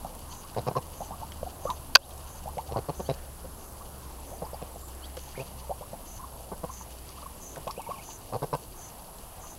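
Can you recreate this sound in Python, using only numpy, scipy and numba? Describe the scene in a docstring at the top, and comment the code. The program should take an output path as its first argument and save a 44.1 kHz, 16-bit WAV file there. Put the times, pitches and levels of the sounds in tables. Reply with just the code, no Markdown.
"""Ducks feeding on a lawn

Ducks close by give grunts (pulse-excited resonators) and throbbing peeps (gliding tones with a pop), their beaks tick
(filtered noise bursts) and grass rustles (random grains); something snaps once at the microphone (decaying modes).
A small bird cheeps and warbles (gliding sines), insects sing (wing resonances), a far engine drones (two
harmonics) and circuits whine (a chopped sine) over far traffic, wind and hiss (shaped noise)."""
import sys
import numpy as np
from scipy import signal
from scipy.fft import rfft, irfft
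from scipy.io import wavfile
from scipy.ndimage import uniform_filter1d
from numba import njit

SR = 44100
rng = np.random.default_rng(int(sys.argv[2]) if len(sys.argv) > 2 else 0)


def bounce(signal):
    """Save signal as a 16-bit WAV file at the path given by the first command-line argument."""
    frames = np.transpose(np.atleast_2d(signal))
    limited = np.clip(frames, -1, 1)
    pcm = np.round(limited * 32767).astype(np.int16)
    wavfile.write(sys.argv[1], SR, pcm)


N = 422478


def undb(db):
    """Decibels to amplitude ratio: 20 dB per factor of ten."""
    return 10 ** (np.asarray(db) / 20)


def level(x, db):
    """Root-mean-square scaling to a level in dB."""
    return x * undb(db) / np.sqrt(np.mean(x ** 2) + 1e-18)


def ring(x, hz, width):
    """Second-order resonance of unit gain at its centre; width is the bandwidth in Hz."""
    return signal.lfilter(*signal.iirpeak(min(hz, .45 * SR), hz / width, SR), x)


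def body(x, modes):
    """Modal superposition: parallel resonances, neighbours in opposite phase."""
    return sum((-1) ** k * undb(db) * ring(x, hz, w) for k, (hz, w, db) in enumerate(modes))


def add(out, s, x):
    """Linear superposition of x onto out from time s."""
    i = int(s * SR)
    out[i:i + len(x)] += x[:len(out) - i]


def curve(table):
    """Linear interpolation of breakpoint columns to one value a sample."""
    s, *columns = np.transpose(table)
    return [np.interp(np.arange(N) / SR, s, c) for c in columns]


def walk(rate):
    """Low-pass random wander: held random steps at rate per second, smoothed twice, spread near 1."""
    k = int(SR / rate)
    steps = np.repeat(rng.standard_normal(N // k + 1), k)
    return 1.8 * uniform_filter1d(uniform_filter1d(steps, k), k)[:N]


def glide(dur, hz):
    """Phase as the integral of frequency, through start, middle and end pitch; returns time and phase."""
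    t = np.arange(int(dur * SR)) / SR
    return t, 2 * np.pi * np.cumsum(np.interp(t / dur, [.1, .5, .9], hz)) / SR


def air():
    """Spectrally shaped noise of far traffic, wind and microphone hiss; its bands wander and the traffic recedes."""
    # spectrum shape before overall scaling: freq_hz, relative_db
    spectrum = [(25, -4), (40, -8), (100, -11.5), (250, -18.5), (400, -19.5), (700, -18), (1050, -20),
                (1400, -29), (2100, -37.5), (8500, -37), (11200, -26.5), (14000, -39)]
    air_db, traffic_fade_db = -45, -3  # overall rms level; change of the low bands from start to end
    f = np.fft.rfftfreq(N, 1 / SR)[1:]
    hz, db = np.transpose(spectrum)
    noise = rfft(rng.standard_normal(N))[1:] * undb(np.interp(np.log(f), np.log(hz), db))
    out, fade_db = 0, np.linspace(0, traffic_fade_db, N)
    # overlapping bands, centred half an octave apart from 2^4 Hz
    for centre in np.arange(4, 14.5, .5):
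        band = np.clip(1 - np.abs(np.log2(f) - centre) / .5, 0, 1)
        wander_db = (1.5 if centre < 12 else .4) * walk(8)
        out = out + irfft(np.append(0, noise * band), N) * undb(wander_db + (centre < 11) * fade_db)
    return level(out, air_db)


def drone():
    """Harmonic series of a far engine: fundamental and octave, sinking in pitch and wavering in the air."""
    # mean course of the fundamental's level: time_s, level_db
    loudness = [(0, -52), (.8, -52), (1.25, -42), (1.6, -50.5), (2.8, -45), (4.4, -52), (4.8, -47),
                (6.4, -50), (9.58, -59.5)]
    # mean pitch at the two ends: start_hz, end_hz
    ends_hz = (74.8, 58.9)
    db, = curve(loudness)
    hz = np.linspace(*ends_hz, N) * (1 + 0.02 * walk(6.2))
    phase = 2 * np.pi * np.cumsum(hz) / SR
    tone = np.sin(phase) + undb(-18.5) * np.sin(2 * phase)
    return np.sqrt(2) * undb(db + 2.1 * walk(9)) * tone


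def grass():
    """Granular impact noise: bunched crackles of blades under webbed feet ring resonances, with sparse stem snaps."""
    # feet in the grass, 3 dB above the resulting rustle: time_s, level_db
    stir = [(0, -54), (4.9, -61), (5.25, -54.5), (5.33, -50.5), (5.58, -54), (5.7, -58.5), (7.87, -56.5),
            (9.58, -62)]
    db, = curve(stir)
    hits = (rng.random(N) < 2500 / SR) * rng.standard_normal(N)
    grains = hits * undb(1.5 * rng.exponential(size=N) + 2.5 * walk(60))
    rustle = body(grains, [(2876, 420, 1.0), (4626, 430, 1), (6340, 740, -4.0)])
    stems = signal.lfilter([1], [1, -.97], rng.random(N) < 12 / SR) * rng.standard_normal(N)
    return undb(db) * level(rustle, -3.0) + level(ring(stems, 12300, 12000), -65)


def trillers():
    """Amplitude gating of a narrow-band resonance: regular wing strokes of a steady insect."""
    # one insect: wing_hz, width_hz, strokes_per_s, first_stroke_s, share_of_cycle, level_db
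    hz, width, rate, first, share, db = (7722, 242, 29.02, 0.0214, 0.55, -66)
    cycle = ((np.arange(N) / SR - first) * rate) % 1
    stroke = np.sin(np.pi * np.clip(cycle / share, 0, 1)) ** .5
    tone = ring(ring(rng.standard_normal(N), hz, width), hz, width)
    return level(tone * stroke * undb(0.66 * walk(1.85)), db)


def whine():
    """Square-wave modulation of a steady circuit tone, flipping its sign and size."""
    tone_hz, chop_hz, chop_start_s = 9560.2, 36.22, .0055
    level_db, offset = -62.5, 0.52  # the offset makes the two half cycles unequal
    t = np.arange(N) / SR
    chop = np.sign(np.sin(2 * np.pi * chop_hz * (t - chop_start_s)))
    return level((offset + chop) * np.sin(2 * np.pi * tone_hz * t), level_db)


def peep(dur, hz, pop_db, db, rough, throb_hz, wobble, hoarse):
    """Frequency and amplitude modulation: the throat pops open, throbs, then settles into a swelling glide."""
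    thump_hz, thump_db, thump_s = 198, -10, 0.01  # the chest under a pop; level against the pop
    t, phase = glide(dur, hz)
    phase = np.cumsum(np.gradient(phase) * (1 + rough * wobble[:len(t)]))
    pop = undb(pop_db) * np.exp(-t / 0.0029) * np.clip(t / 0.00062, 0, 1)
    throb = 1 - 0.95 * rough * np.exp(-t / 0.055) * np.cos(np.pi * throb_hz * t) ** 2
    arch = np.sin(np.pi * (t / dur) ** 0.84) ** 1.33
    swell = undb(db) * arch * throb * (1 + rough * hoarse[:len(t)])
    thump = undb(pop_db + thump_db) * np.exp(-t / thump_s) * np.sin(2 * np.pi * thump_hz * t)
    return (pop + swell) * np.sin(phase) + thump * (1 - t / dur)


def peeps():
    """Voiced frequency glides: the near birds' clucks and coos, and random chatter from the rest of the flock."""
    # clucks, a pop and a glide: start_s, length_s, start_hz, end_hz, pop_db, body_db
    clucks = [(0.048, 0.023, 675, 1106, -23.5, -32.5), (1.006, 0.0305, 660, 846, -25, -29.5),
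              (1.108, 0.0454, 722, 1200, -26.5, -33.5), (1.216, 0.032, 670, 1027, -31, -30),
              (1.43, 0.0076, 610, 637, -21, -35), (1.653, 0.0094, 590, 510, -20.5, -26.5),
              (2.458, 0.05, 600, 1073, -28.5, -33), (2.571, 0.04, 537, 1054, -25, -26),
              (4.316, 0.045, 556.3, 850, -32, -37.5), (4.421, 0.044, 607, 997, -23.5, -33.5),
              (4.532, 0.029, 566, 930, -28.5, -34), (4.759, 0.022, 610, 900, -31, -44),
              (5.168, 0.019, 526, 454, -38, -35), (5.695, 0.038, 543, 845, -26.5, -25),
              (5.81, 0.033, 515, 1125, -29, -35), (5.932, 0.022, 550, 1020, -25.5, -37),
              (6.811, 0.0076, 980, 940, -32.5, -39), (7.171, 0.0267, 960, 1350, -45, -43),
              (7.22, 0.0189, 935, 1300, -40, -38.5), (7.67, 0.02, 534, 830, -23, -32),
              (7.778, 0.042, 520, 1190, -25.5, -33), (7.89, 0.026, 500, 900, -28.5, -30.5),
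              (7.688, 0.026, 803, 1105, -40, -28.5), (7.964, 0.019, 830, 1150, -46, -41)]
    # coos, soft arched notes: start_s, length_s, top_hz, level_db
    coos = [(0.753, 0.034, 1090, -21.5), (1.464, 0.02, 785, -30), (1.656, 0.051, 1192, -32),
            (1.693, 0.032, 1036, -21.5), (2.69, 0.018, 850, -36.5), (2.74, 0.032, 1038, -32),
            (6.186, 0.044, 1042, -37.5), (6.229, 0.03, 1097, -34.5), (6.692, 0.021, 1072, -32.5),
            (7.26, 0.014, 1120, -34), (7.674, 0.015, 1070, -29), (7.865, 0.033, 993, -31.5),
            (7.901, 0.03, 1132, -29.5), (7.932, 0.027, 1143, -35), (8.088, 0.01, 952, -37.5),
            (4.464, 0.014, 1040, -39), (9.429, 0.043, 1280, -47)]
    cluck_bow = 1.03  # middle pitch over the straight glide
    coo_start, coo_end, coo_onset_db = 0.91, 0.89, -4  # pitches over the top; onset against the body
    wobble, hoarse, coo_rough = 0.03, 0.25, 0.5  # pitch and level unsteadiness; share of roughness in coos
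    out = np.zeros(N)
    unsteady = np.tile([wobble * walk(300), hoarse * walk(500)], 2)
    notes = [(s, dur, [start, cluck_bow * (start + end) / 2, end], pop_db, db, 1)
             for s, dur, start, end, pop_db, db in clucks]
    notes += [(s, dur, [coo_start * hz, hz, coo_end * hz], db + coo_onset_db, db, coo_rough)
              for s, dur, hz, db in coos]
    for (s, *note), chance in zip(notes, rng.random(len(notes))):
        throb_hz = 130 + 60 * chance
        add(out, s, peep(*note, throb_hz, *unsteady[:, int(s * SR):]))
    # the rest of the flock, scattered evenly in time
    for when, pitch, rise, long, size in rng.random((220, 5)):
        hz, db = 520 + 550 * pitch, -52 - 2.0 * np.log(size)
        path = [hz, hz * (1 + 0.13 * rise), hz * (1 + 0.087 * rise)]
        note = peep(0.0064 + 0.019 * long, path, db, db, 0.89, 156, *unsteady[:, int(when * N):])
        add(out, when * N / SR, note)
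    return out


def cricket():
    """Stridulation: wing teeth click unevenly into the wing resonances, one short burst a chirp."""
    # chirps: start_s, level_db
    chirps = [(.275, -55.5), (.935, -58), (1.605, -57), (2.25, -59), (2.935, -57.5), (3.555, -63.5),
              (4.24, -61.5), (5.155, -60), (6.04, -55), (6.692, -53), (7.395, -51.5), (8.022, -52),
              (8.752, -53.5), (9.395, -54.5)]
    # wing resonances, before any speed-up: freq_hz, width_hz, relative_db
    wing = [(6080, 107, 8.5), (6480, 206, 3.5), (7130, 440, -2.5)]
    # one higher, shorter chirp from another insect: start_s, level_db, speed_up (of wing and stroke)
    high_chirp = (4.78, -60, 1.17)
    stroke_s, tooth_rate_hz = 0.16, 370  # before any speed-up
    out, t = np.zeros(N), np.arange(int((stroke_s + 0.054) * SR)) / SR
    for s, db, speed in [(*row, 1) for row in chirps] + [high_chirp]:
        chance = rng.standard_normal((80, 2))
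        at = np.cumsum(1 + 0.061 * chance[:, 0]) / tooth_rate_hz
        use = at < stroke_s
        teeth = 0.21 * rng.standard_normal(len(t)) * (t < stroke_s)
        teeth[(at[use] * SR).astype(int)] += undb(3.6 * chance[use, 1])
        swell = np.clip(t / .035, 0, 1) * np.clip((stroke_s - t) / .03, 0, 1)
        chirp = level(ring(body(teeth * swell, wing), 6760, 1500), db)
        add(out, s, signal.resample(chirp, int(len(t) / speed)))
    return out


def songbird():
    """Frequency-modulated tones: two-voiced cheeps, falling chips and warbles, all slightly hoarse."""
    # two-voiced rising cheeps: start_s, low_voice_db, high_voice_db
    cheeps = [(0.3, -55, -52), (2.006, -52, -64), (3.043, -53.5, -52), (5.02, -48, -52.5)]
    # falling chips: start_s, level_db
    chips = [(4.382, -49), (4.448, -46), (4.538, -48)]
    # pitch curves of two warbles: time_s, pitch_hz
    warbles = [
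        [(5.345, 1320), (5.364, 2480), (5.38, 2240), (5.396, 2330), (5.41, 2800), (5.42, 2400)],
        [(7.762, 2338), (7.795, 3100), (7.812, 2350), (7.832, 2286), (7.844, 2900), (7.854, 2359),
         (7.869, 2200), (7.887, 3010), (7.916, 2150), (7.932, 3100), (7.962, 2360), (7.975, 3070), (7.99, 2160),
         (8.012, 2480), (8.02, 2830), (8.035, 2140)],
    ]
    # pitches at start, middle and end, low voice then high voice
    cheep_s, cheep_hz = 0.049, [(2840, 3250, 4300), (4250, 4550, 4850)]
    chip_s, chip_hz = 0.0114, (5420, 4670, 4600)
    # levels at start, middle, end of each warble; dB lost per kHz above 2.4 kHz
    warble_db, high_loss_db = [(-49, -46, -45), (-49.5, -55.5, -49.5)], 9.5
    out = np.zeros(N)
    notes = [(s, cheep_s, hz, db) for s, *dbs in cheeps for hz, db in zip(cheep_hz, dbs)]
    notes += [(s, chip_s, chip_hz, db) for s, db in chips]
    for s, dur, hz, db in notes:
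        t, phase = glide(dur, hz)
        add(out, s, undb(db) * np.sin(np.pi * t / dur) ** 0.6 * np.sin(phase))
    for table, dbs in zip(warbles, warble_db):
        s, hz = np.transpose(table)
        dur = s[-1] - s[0]
        t = np.arange(int(dur * SR)) / SR
        pitch = uniform_filter1d(np.interp(t + s[0], s, hz), size=100) + 25 * walk(198.0)[:len(t)]
        loud = np.interp(t / dur, [.1, .5, .9], dbs) + walk(93.0)[:len(t)]
        loud = loud - high_loss_db * np.maximum(pitch / 1000 - 2.4, 0)
        edges = np.clip(np.minimum(t, dur - t) / 0.0057, 0, 1)
        add(out, s[0], undb(loud) * edges * np.sin(2 * np.pi * np.cumsum(pitch) / SR))
    out = out * (1 + 0.28 * walk(300))  # hoarseness
    return out + undb(-12) * np.roll(out, int(0.011 * SR))  # a near wall answers


def ticks():
    """Impulsive excitation: dry beak and twig clicks as resonated noise bursts with a scratchy tail."""
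    # clicks: start_s, peak_db, centre_hz
    clicks = [(0.5465, -39, 1580), (1.32, -33, 2900), (1.7023, -25.5, 3400), (2.177, -38, 7750),
              (2.486, -34, 11000), (2.582, -32, 2230), (2.108, -40, 3500), (5.1695, -29.5, 1460),
              (6.7367, -37, 6060), (7.09, -35, 5000), (7.5592, -34, 1490), (7.676, -31.5, 2920),
              (7.71, -26.5, 4870), (7.8177, -33, 9570), (8.55, -34, 9000), (9.185, -39, 4500)]
    out, t = np.zeros(N), np.arange(2000) / SR
    for s, db, hz in clicks:
        burst = rng.standard_normal(len(t)) * (np.exp(-t / 0.0026) + 0.11 * np.exp(-t / 0.012))
        click = ring(burst, hz, 0.2 * hz) + 0.21 * ring(burst, min(0.83 * hz, 5200), 4000)
        add(out, s, click * undb(db) / np.abs(click).max())
    return out


def grunts():
    """Source-filter voice: slack, uneven throat pulses ring tract, beak and chest, each with a raspy puff of air."""
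    # calls; beak and rasp against the tract: start_s, length_s, mean_pulse_rate_hz, level_db, beak_db, rasp_db
    calls = [(0.564, 0.04, 110.5, -35.5, -6, -16.5), (0.667, 0.027, 127.1, -34, -5, -16),
             (0.758, 0.029, 130, -35, -7, -16.5), (0.711, 0.011, 151.7, -43.5, -5, -24),
             (2.712, 0.03, 118.8, -43, -9, -15), (2.76, 0.037, 112.1, -34.5, -6.5, -20),
             (2.886, 0.021, 141.8, -37, -3, -18.5), (2.995, 0.019, 181, -40, -6, -20),
             (3.089, 0.028, 134.3, -33, -9.5, -16), (4.418, 0.023, 157.3, -45, -5.5, -22),
             (4.617, 0.018, 150.3, -44.5, -9, -16), (5.376, 0.058, 131.6, -42.5, -8.5, -27),
             (6.516, 0.024, 181.5, -43.5, -0.5, -27), (6.632, 0.018, 159.3, -40.5, -2.5, -22.5),
             (7.568, 0.022, 136.5, -46.5, -3.5, -28), (8.324, 0.044, 107.1, -37, -4, -20),
             (8.42, 0.033, 142.8, -37.5, -2.5, -19.5), (8.528, 0.032, 142.4, -37, 3.5, -14.5)]
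    # closed tract resonances, mean tuning: freq_hz, width_hz, relative_db
    tract = [(431, 110, -1), (714, 123, -2)]
    # open beak resonances, mean tuning: freq_hz, width_hz, relative_db
    beak = [(887, 89, 4), (1040, 188, -1), (1514, 38, -10)]
    # rasp resonances, mean tuning: freq_hz, width_hz, relative_db
    rasp_modes = [(2550, 900, -1), (4150, 550, 1), (4800, 850, 1)]
    soft_start, chest_db = 0.25, -2  # where the first pulse stands on the half-sine swell; chest against tract
    out = np.zeros(N)
    for s, dur, hz, db, beak_db, rasp_db in calls:
        t = np.arange(int((dur + 0.043) * SR)) / SR
        # random columns: pulse timing, pulse strength, resonance tuning
        chance = rng.standard_normal((16, 3))
        noise = rng.standard_normal(3000)[np.arange(len(t)) % 3000]

        def detuned(modes):
            """Random tuning: each call's resonances are shifted a little."""
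            return [(f * (1 + .04 * c), w, g) for (f, w, g), c in zip(modes, chance[:, 2])]

        at = np.cumsum((1 + .04 * chance[:, 0]) / hz)
        at = at - at[0] + .001
        use = at < dur - .004
        effort = np.sin(np.pi * np.clip(soft_start + 0.59 * at / dur, 0, 1))
        pulses = np.zeros(len(t))
        pulses[(at[use] * SR).astype(int)] = -(effort * undb(1.5 * chance[:, 1]))[use]
        puff = signal.lfilter([1], [1, -np.exp(-1 / (0.0018 * SR))], -pulses) * noise
        drive = pulses + 0.11 * puff
        throat = level(body(drive, detuned(tract)), 0)
        throat = throat + level(body(drive * np.exp(-t / 0.05), detuned(beak)), beak_db)
        chest = level(ring(pulses, 1.21 * hz, 77), chest_db)  # booms just above the pulse rate
        soft = signal.lfilter(*signal.butter(2, 1700, fs=SR), throat + chest)
        breath = np.clip(t / 0.0051, 0, 1) * (pulses + 0.24 * puff)
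        rasp = sum(undb(g) * ring(ring(breath, f, w), f, w) for f, w, g in detuned(rasp_modes))
        add(out, s, undb(db) * (soft + level(rasp, rasp_db)))
    return out


def snap():
    """Modal decay: quick successive cracks ring one small hard object, each a tiny splintering burst."""
    # cracks; low_modes_db acts below 2 kHz: start_s, relative_db, low_modes_db, hiss_db
    cracks = [(1.952, -2, -10, -21), (1.9557, 0.5, 3, -12), (1.9585, -2.5, -3, -18.5),
              (1.968, -13, -4, -30)]
    # what they ring, t60_s being the time to fall 60 dB: mean_freq_hz, relative_db, t60_s
    modes = [(559, -8, 0.064), (1110, 6, 0.014), (1530, 4, 0.022), (2580, 3, 0.014), (3490, 8.5, 0.0053),
             (4250, 18, 0.003), (4650, 18, 0.005), (5280, 12, 0.0036), (6120, 6, 0.0051)]
    out, t = np.zeros(N), np.arange(4000) / SR
    for s, db, low_db, hiss_db in cracks:
        crack = rng.standard_normal(len(t)) * np.exp(-t / 0.0012)
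        push = np.append(1, .08 * crack[1:300])
        detune = 1 + .012 * rng.standard_normal(len(modes))  # each crack's modes are randomly detuned a little
        rings = sum(undb(g + low_db * (hz < 2000)) * np.sin(2 * np.pi * hz * d * t) * 1000 ** (-t / t60)
                    for (hz, g, t60), d in zip(modes, detune))
        struck = np.convolve(rings * np.clip(t / 0.0012, 0, 1), push)[:len(t)]
        add(out, s, undb(db) * (0.46 * struck + undb(hiss_db) * crack))
    return out


def scene():
    """Superposition and scattering: bodies, ground and fences smear the birds with a short tail."""
    birds = grunts() + peeps() + ticks() + songbird()
    tail = rng.standard_normal(3000) * np.exp(-np.arange(3000) / (0.011 * SR))
    birds = birds + undb(-32.5) * signal.fftconvolve(birds, tail)[:N]
    return (birds + snap() + cricket() + trillers() + drone() + grass() + air() + whine())[None]


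@njit
def follow(x, release):
    """Peak detection: instant rise, exponential fall by the factor release a sample."""
    e, y = 0., np.empty(len(x))
    for i in range(len(x)):
        e = max(abs(x[i]), e * release)
        y[i] = e
    return y


def record(dry):
    """Dynamic compression: the gain ducks just after a loud peak and lets go; the converter clips; the top is cut."""
    threshold_db, delay_s, top_hz = -14, 0.0068, 15700
    peak = follow(dry[0], np.exp(-1 / (.07 * SR)))  # 70 ms release
    gain = np.minimum(1, (undb(threshold_db) / (peak + 1e-9)) ** 0.46)
    gain = np.roll(uniform_filter1d(gain, size=200), int(delay_s * SR))
    wet = np.clip(dry * gain, -.9, .9)
    steep = signal.ellip(10, .2, 90, top_hz, fs=SR, output="sos")
    return signal.sosfilt(steep, wet)


dry = scene()
out = record(dry)
bounce(out)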